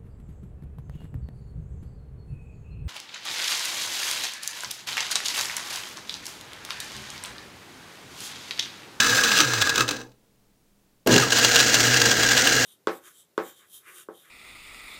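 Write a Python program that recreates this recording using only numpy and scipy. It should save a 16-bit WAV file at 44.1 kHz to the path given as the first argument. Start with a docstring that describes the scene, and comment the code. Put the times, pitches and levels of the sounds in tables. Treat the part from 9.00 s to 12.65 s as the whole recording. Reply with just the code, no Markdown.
"""A blender crushes ice into a smoothie in a small kitchen, coasts almost to a stop and starts with a gulp.
Chips snap over a whirr that pulses with each turn; strikes and crunches are short bursts of noise.
Jar and wall ring as banks of resonances; churning and gulp are random clicks turned into liquid tones.
The shaft shakes the base, the windings hum, and a short room tail and quiet ambience lie behind."""
import sys
import numpy as np
from scipy import signal
from scipy.fft import rfft, irfft, next_fast_len
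from scipy.io import wavfile

SR = 44100
rng = np.random.default_rng(int(sys.argv[2]) if len(sys.argv) > 2 else 0)


def materialize(psi):
    """Save the field psi as 16-bit PCM at rate SR to the path in sys.argv[1].

    A 1-D psi becomes a single channel; in a 2-D psi each row is a channel.
    """
    bounded = np.clip(np.atleast_2d(psi).T, -1, 1)
    quanta = np.round(bounded * 32767).astype(np.int16)
    wavfile.write(sys.argv[1], SR, quanta)


N = 160965
T = np.arange(N) / SR  # s

# Shaft speed before its small waver. Each row: time in seconds, speed in turns per second.
SHAFT_SPEED = [(0, 218), (.15, 256), (.23, 247), (.29, 215), (.35, 201), (.46, 133), (.51, 121), (.61, 102),
               (1.05, 2), (2.06, 2.01), (2.17, 118), (2.28, 212), (2.44, 240), (2.76, 221), (2.92, 246),
               (3.06, 233), (3.14, 215), (3.29, 249), (3.65, 255)]
SPEED_WAVER = 0.012  # fraction of the speed

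# Grinding level. Each row: time in seconds, level in dB.
GRIND_LEVEL = [(0, -20.5), (.44, -23), (.5, -29), (.58, -26), (.68, -27.5), (.73, -33.5), (.81, -24),
               (.86, -40), (.93, -34.5), (1.0, -45), (1.15, -79), (2.058, -91.5), (2.066, -34.5),
               (2.15, -20), (2.24, -26.5), (2.3, -29.5), (2.36, -21), (2.65, -19.5), (3.06, -20),
               (3.14, -22.5), (3.3, -19.5), (3.65, -19.5)]
# Chip and whirr levels are relative to GRIND_LEVEL.
CHIPS_PER_S, CHIP_SPREAD_DB, CHIP_DECAY_S, CHIPS_DB = 890, 3, 0.0038, -3.5
WHIRR_DB, WHIRR_DEPTH = -9.5, 0.35
# Treble gain is TREBLE_DB times 0.5 at top speed, 1.5 at standstill.
DULL_ABOVE_HZ, TREBLE_DB = 8000, -4.5
# Grinding spectrum, liquid low in the jar. Each row: frequency in Hz, relative density in dB per Hz.
LOW_FILL_SPECTRUM = [(300, -13.5), (1050, -7.5), (1380, 0), (1950, -7.5), (4500, -4), (7200, -5),
                     (10500, -18), (12500, -17.5), (15000, -13.5)]
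# Grinding spectrum, liquid thrown up the walls. Each row: frequency in Hz, relative density in dB per Hz.
HIGH_FILL_SPECTRUM = [(300, -10.5), (750, 0.5), (1060, -18.5), (1300, 2.5), (1950, 4), (2430, -3),
                      (3400, -2.5), (6200, -1), (8500, -7.5), (10200, -18), (12500, -17), (14300, -10.5),
                      (15800, -13)]

# A blade hits a lump of ice. Each row: start in seconds, level in dB relative to STRIKE_DB.
ICE_STRIKES = [(0.0014, 3.5), (0.2355, -1.5), (0.4075, -2.5), (0.534, -2), (0.6152, -1), (0.6708, -6),
               (0.6923, -1), (0.6984, -5), (0.7563, -2), (0.778, -1.5), (0.796, -16), (0.8057, -1),
               (0.8174, -11), (0.8786, -9), (0.8877, -4), (0.9084, -5), (0.9654, -20.5), (1.005, -29),
               (1.013, -25), (1.116, -42), (2.0716, -5), (2.1387, -2), (2.1607, 2), (2.179, 1.5),
               (2.199, -3), (2.3037, -5), (2.32, 1), (2.383, 0), (2.4461, 5), (2.59, -17), (2.6, 3.5),
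               (2.7414, 4.5), (2.8025, -0.5), (2.867, -2), (2.9404, -1), (2.971, -3), (3.055, 0.5),
               (3.1126, 0), (3.2313, -1.5), (3.3155, -3.5), (3.418, -2.5), (3.4706, 1)]
STRIKE_DB, STRIKE_RISE_S, STRIKE_DECAY_S = -10.5, 0.0027, 0.0039
# A lump is caught and chewed up. Each row: middle in seconds, length in seconds, level in dB re CRUNCH_DB.
ICE_CRUNCHES = [(0.317, 0.0076, -13.5), (0.379, 0.031, -15.5), (0.408, 0.013, -9), (0.621, 0.013, -14),
                (2.331, 0.0076, -14.5), (2.125, 0.027, -17), (2.226, 0.02, -15.5), (2.375, 0.038, -16),
                (2.441, 0.015, -11.5), (2.558, 0.025, -14), (2.599, 0.021, -11.5), (2.753, 0.0089, -13.5),
                (3.018, 0.009, -10), (3.379, 0.022, -14)]
CRUNCH_DB, GRIT_DB, GRIT_RATE_HZ = -6.0, 4.5, 450
# Breaking-ice spectrum. Each row: frequency in Hz, relative density in dB per Hz.
CRACK_SPECTRUM = [(80, -19), (300, -3.5), (1300, 0), (2100, -4.5), (2900, 3), (6300, -0.5), (8000, -4.5),
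                  (11000, -16.5), (15000, -13)]

# A whole cube clonks against the jar. Each row: start in seconds, level in dB.
CUBE_THUDS = [(.396, -0.5), (.778, -3), (.806, -8), (2.223, -5)]
# Clonk resonances. Each row: frequency in Hz, width in Hz, linear gain.
THUD_MODES = [(295, 30, 1.1), (1255, 90, 2)]
THUD_DECAY_S = 0.018

# Jar resonances, liquid low. Each row: frequency in Hz, width in Hz, linear gain.
JAR_LOW_MODES = [(1270, 86, 1.5), (2133, 130, 0.59), (2590, 130, 1.8), (2910, 34, 0.7), (3450, 130, 0.62),
                 (3906, 260, 1.3), (4930, 200, 0.62), (6060, 220, 1.284), (7480, 100, 0.48)]
# Jar resonances, liquid high. Each row: frequency in Hz, width in Hz, linear gain.
JAR_HIGH_MODES = [(1620, 130, 0.43), (2818, 194, 1.56), (3300, 130, 0.707), (4100, 165, 1),
                  (4790, 390, 0.65), (5610, 110, 0.82), (6100, 220, 0.78), (6790, 440, 1.05)]

# Wall modes. 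Each row: frequency in Hz, time to decay by 60 dB in seconds, relative level in dB.
WALL_MODES = [(1494, 0.07, -2.5), (1618.6, 0.057, 9), (1662.5, 0.13, 7.5)]
ICE_ON_WALL = 1.8  # gain from breaking ice to the wall
# Level of soft lumps knocking on the wall. Each row: time in seconds, level in dB.
KNOCK_LEVELS = [(0, -22), (.25, -24), (.5, -30.5), (.68, -26), (.85, -37.5), (1.02, -46.5), (1.12, -100),
                (2.06, -100), (2.1, -24.5), (2.28, -37.5), (2.5, -29.5), (3.65, -25.5)]
KNOCKS_PER_S, KNOCK_SPREAD_DB = 220, 0.5

# Churning level. Each row: time in seconds, level in dB.
CHURN_LEVEL = [(0, -37), (.5, -35), (.72, -39), (.8, -30.5), (.86, -38), (.92, -35.5), (1.05, -47),
               (1.18, -70.5), (2.058, -87.5), (2.068, -24), (2.18, -23.5), (2.3, -32), (3.05, -29.5),
               (3.65, -31.5)]
CHURN_CLICKS_PER_S, CHURN_SPREAD_DB = 1500, 3.5
# Churning spectrum. Each row: frequency in Hz, relative density in dB per Hz.
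LIQUID_SPECTRUM = [(25, -18.5), (65, -12), (110, -4.5), (175, -10.5), (225, -0.5), (295, 3.5), (385, -5),
                   (470, 5.5), (580, -8), (1000, -8), (2000, -36.5)]
# The blades bite into the still liquid.
START_S, GULP_RISE_S, GULP_HOLD_S, GULP_FALL_S, GULP_DB = 2.061, 0.0026, 0.11, 0.017, -18
GULP_FROM_HZ, GULP_TO_HZ, GULP_SINK_S, GULP_WIDTH_OCT = 386, 140, 0.12, 0.57
GULP_CLICKS_PER_S, GULP_SPREAD_DB = 1000, 6.0  # clicks per second in each pitch band
HIGH_FILL_FROM_S = START_S - 0.1  # the jar and grinding spectra switch while nearly silent

# The coupling snaps tight at the restart. Each row: frequency in Hz, width in Hz, linear gain.
COUPLING_MODES = [(8750, 670, 0.19), (11450, 660, 1), (13300, 820, 0.64)]
COUPLING_S, COUPLING_DB, COUPLING_DECAY_S = 2.0715, -9, 0.0032

# Shaft imbalance. Each row: multiple of the shaft speed, rms level in dB at top speed.
SHAFT_MULTIPLES = [(1, -40.5), (2, -48.5)]
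SHAFT_WAVER_DB = 2
# Resonances of the base on its feet. Each row: frequency in Hz, width in Hz, linear gain.
BASE_MODES = [(114, 12, 15), (290, 8.7, 2), (472, 16, 5.1)]
# Mains hum in the motor. Each row: time in seconds, rms level in dB.
HUM_LEVEL = [(0, -64), (.07, -46), (.14, -35.5), (.21, -53), (.76, -53), (.82, -31), (.88, -45),
             (1.08, -55), (1.2, -76.5), (2.05, -74.5), (2.08, -37), (2.2, -27.5), (2.3, -37), (2.7, -40.5),
             (2.88, -34), (3.65, -37)]
HUM_HZ, HUM_WAVER_DB, HUM_WAVER_RAD = 122.4, 3, 1.0

ROOM_T60_S, ROOM_DB, ROOM_DAMP_HZ, ROOM_DELAY_S = 0.21, -15.5, 7000, 0.004
# Quiet kitchen. Each row: frequency in Hz, relative density in dB per Hz.
AMBIENCE_SPECTRUM = [(28, 0), (58, -8), (85, -18), (172, -11.5), (198, -1.5), (230, -10.5), (1300, -26),
                     (15500, -31)]
AMBIENCE_DB = -63.5
CUTOFF_HZ, PEAK_LIMIT = 15900, 1.3


def from_db(db):
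    """Decibels to gain."""
    return 10 ** (np.asarray(db) / 20)


def unit(x):
    """Scale to rms 1."""
    return x / np.sqrt(np.mean(x ** 2) + 1e-20)


def curve(rows):
    """Join (s, value) rows by straight lines."""
    return np.interp(T, *np.transpose(rows))


def noise():
    """White noise."""
    return rng.standard_normal(N)


def drift(rate_hz):
    """Slow random wander of rms 1, with rate_hz new values per second."""
    return unit(np.interp(T * rate_hz, np.arange(2000), rng.standard_normal(2000)))


def decay(age_s, decay_s):
    """Exponential fall that starts at age 0, silent before."""
    return (age_s > 0) * np.exp(-np.clip(age_s / decay_s, 0, 20))


def clicks(per_s, spread_db):
    """Random impacts of uneven size and sign."""
    sizes = from_db(spread_db * np.minimum(rng.exponential(1, N), 4))
    return (rng.random(N) < per_s / SR) * sizes * rng.choice([-1, 1], N)


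def colour(x, points):
    """Causal minimum-phase filter with the given spectrum; white noise keeps its level."""
    size = next_fast_len(N + SR // 4) * 2
    hz, db = np.transpose(points)
    bins_hz = np.arange(size // 2 + 1) * SR / size
    gain = unit(from_db(np.interp(np.log(bins_hz + 1), np.log(hz), db)))
    # folding the cepstrum gives minimum phase
    cepstrum = irfft(np.log(gain))
    cepstrum[1:size // 2] *= 2
    cepstrum[size // 2 + 1:] = 0
    return irfft(rfft(x, size) * np.exp(rfft(cepstrum)))[:N]


def resonate(x, hz, width_hz):
    """Two-pole resonance with gain 1 on top."""
    r = np.exp(-np.pi * width_hz / SR)
    zeros = np.array([1, 0, -1]) * (1 - r * r) / 2
    poles = [1, -2 * r * np.cos(2 * np.pi * hz / SR), r * r]
    return signal.lfilter(zeros, poles, x + 1e-18)


def ring(x, modes):
    """Sum of (Hz, width Hz, gain) resonances driven by x."""
    return sum(gain * resonate(x, hz, width_hz) for hz, width_hz, gain in modes)


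def grinding(speed, turns):
    """Chips snap in quick succession over a whirr that pulses each turn; colour follows fill and speed."""
    impacts = clicks(CHIPS_PER_S, CHIP_SPREAD_DB) ** 2
    snap_power = signal.lfilter([1], [1, -np.exp(-2 / (CHIP_DECAY_S * SR))], impacts + 1e-18)
    chips = from_db(CHIPS_DB) * unit(np.sqrt(snap_power) * noise())
    pulse = 1 + WHIRR_DEPTH * np.cos(2 * np.pi * turns)
    whirr = from_db(WHIRR_DB) * unit(noise() * pulse)
    drive = (chips + whirr) * from_db(curve(GRIND_LEVEL))

    # slow blades make fewer fine chips: less treble
    lowpass = signal.butter(2, DULL_ABOVE_HZ, fs=SR, output="sos")
    dull = signal.sosfiltfilt(lowpass, drive)
    drive = dull + (drive - dull) * from_db(TREBLE_DB * (1.5 - speed / speed.max()))

    high = T > HIGH_FILL_FROM_S
    return colour(drive * ~high, LOW_FILL_SPECTRUM) + colour(drive * high, HIGH_FILL_SPECTRUM)


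def breaking_ice():
    """Single sharp cracks and longer, gritty crunches: noise under summed power envelopes."""
    power = np.zeros(N)
    for start_s, db in ICE_STRIKES:
        age_s = T - start_s
        rise = np.clip(age_s / STRIKE_RISE_S, 0, 1)
        power += (from_db(db + STRIKE_DB) * rise * decay(age_s, STRIKE_DECAY_S)) ** 2
    grit = unit(from_db(GRIT_DB * drift(GRIT_RATE_HZ)))
    for middle_s, length_s, db in ICE_CRUNCHES:
        bell = np.exp(-np.minimum(2 * ((T - middle_s) / length_s) ** 2, 20))
        power += (from_db(db + CRUNCH_DB) * grit * bell) ** 2
    return colour(np.sqrt(power) * noise(), CRACK_SPECTRUM)


def jar(x):
    """Adds jar resonances to the sound inside; they shift when the smoothie is thrown up the walls."""
    high = T > HIGH_FILL_FROM_S
    return x + ring(x * ~high, JAR_LOW_MODES) + ring(x * high, JAR_HIGH_MODES)


def wall(x):
    """The wall's cluster of close modes; each width follows from its decay time."""
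    return sum(from_db(db) * resonate(x, hz, np.log(1000) / np.pi / t60_s)
               for hz, t60_s, db in WALL_MODES)


def wall_knocks():
    """Lumps tumble against the wall and keep it ringing."""
    knocks = clicks(KNOCKS_PER_S, KNOCK_SPREAD_DB)
    return unit(wall(knocks)) * from_db(curve(KNOCK_LEVELS))


def thuds():
    """Whole cubes are flung against the jar and rattle there briefly with a hollow clonk."""
    force = sum(from_db(db) * decay(T - start_s, THUD_DECAY_S) for start_s, db in CUBE_THUDS)
    return ring(force * noise(), THUD_MODES)


def churning():
    """Dense random clicks in the liquid, filtered to its spectrum."""
    bubbles = unit(clicks(CHURN_CLICKS_PER_S, CHURN_SPREAD_DB))
    return colour(bubbles, LIQUID_SPECTRUM) * from_db(curve(CHURN_LEVEL))


def gulp():
    """A burst of collapsing air pockets at the restart that sink in pitch as they grow."""
    age_s = np.maximum(T - START_S, 0)
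    rise = np.minimum(age_s / GULP_RISE_S, 1)
    swell = rise * np.exp(-np.maximum(age_s - GULP_HOLD_S, 0) / GULP_FALL_S)
    centre_hz = GULP_TO_HZ + (GULP_FROM_HZ - GULP_TO_HZ) * np.exp(-(age_s / GULP_SINK_S) ** 2)
    pockets = np.zeros(N)
    for hz in np.geomspace(80, 800, 12):
        nearness = np.exp(-.5 * (np.log2(hz / centre_hz) / GULP_WIDTH_OCT) ** 2)
        hits = clicks(GULP_CLICKS_PER_S, GULP_SPREAD_DB) * swell * nearness
        pockets += resonate(hits, hz, hz / 4) / np.sqrt(hz)
    return from_db(GULP_DB) * unit(pockets) * np.sqrt(np.mean(swell ** 2))


def coupling():
    """One bright metallic tick as the drive takes up its play."""
    snap = from_db(COUPLING_DB) * noise() * decay(T - COUPLING_S, COUPLING_DECAY_S)
    return ring(snap, COUPLING_MODES)


def motor(speed, turns):
    """Imbalance shakes the base with speed squared, flaring at its resonances; the windings hum."""
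    shake = np.zeros(N)
    for multiple, db in SHAFT_MULTIPLES:
        level = from_db(db + SHAFT_WAVER_DB * drift(15))
        shake += level * np.sin(2 * np.pi * multiple * turns)
    shake *= (speed / speed.max()) ** 2
    hum_level = from_db(curve(HUM_LEVEL) + HUM_WAVER_DB * drift(15))
    hum = hum_level * np.sin(2 * np.pi * HUM_HZ * T + HUM_WAVER_RAD * drift(13))
    return np.sqrt(2) * (shake + ring(shake, BASE_MODES) + hum)  # root 2: rms to peak


def kitchen(x):
    """A short diffuse tail: decaying noise, slightly dulled."""
    t = T[:SR // 2]
    tail = rng.standard_normal(len(t)) * from_db(-60 * t / ROOM_T60_S) * (t > ROOM_DELAY_S)
    tail = signal.lfilter([1], [1, -np.exp(-2 * np.pi * ROOM_DAMP_HZ / SR)], tail)
    tail /= np.sqrt(np.sum(tail ** 2))
    return from_db(ROOM_DB) * signal.fftconvolve(x, tail)[:N]


def ambience():
    """The kitchen's quiet: steady coloured noise."""
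    return from_db(AMBIENCE_DB) * colour(noise(), AMBIENCE_SPECTRUM)


def scene():
    """The blender on the counter, in the kitchen's quiet."""
    speed = curve(SHAFT_SPEED) * (1 + SPEED_WAVER * drift(35))
    turns = np.cumsum(speed) / SR  # shaft angle
    ice = breaking_ice()
    blender = jar(grinding(speed, turns) + ice) + ICE_ON_WALL * wall(ice)
    blender += wall_knocks() + thuds() + churning() + gulp() + coupling()
    return (blender + kitchen(blender) + motor(speed, turns) + ambience())[None]


def record(dry):
    """The highest peaks are rounded and the top is cut."""
    rounded = PEAK_LIMIT * np.tanh(dry / PEAK_LIMIT)
    lowpass = signal.ellip(12, .1, 80, CUTOFF_HZ, fs=SR, output="sos")
    return signal.sosfilt(lowpass, rounded)


dry = scene()
out = record(dry)
materialize(out)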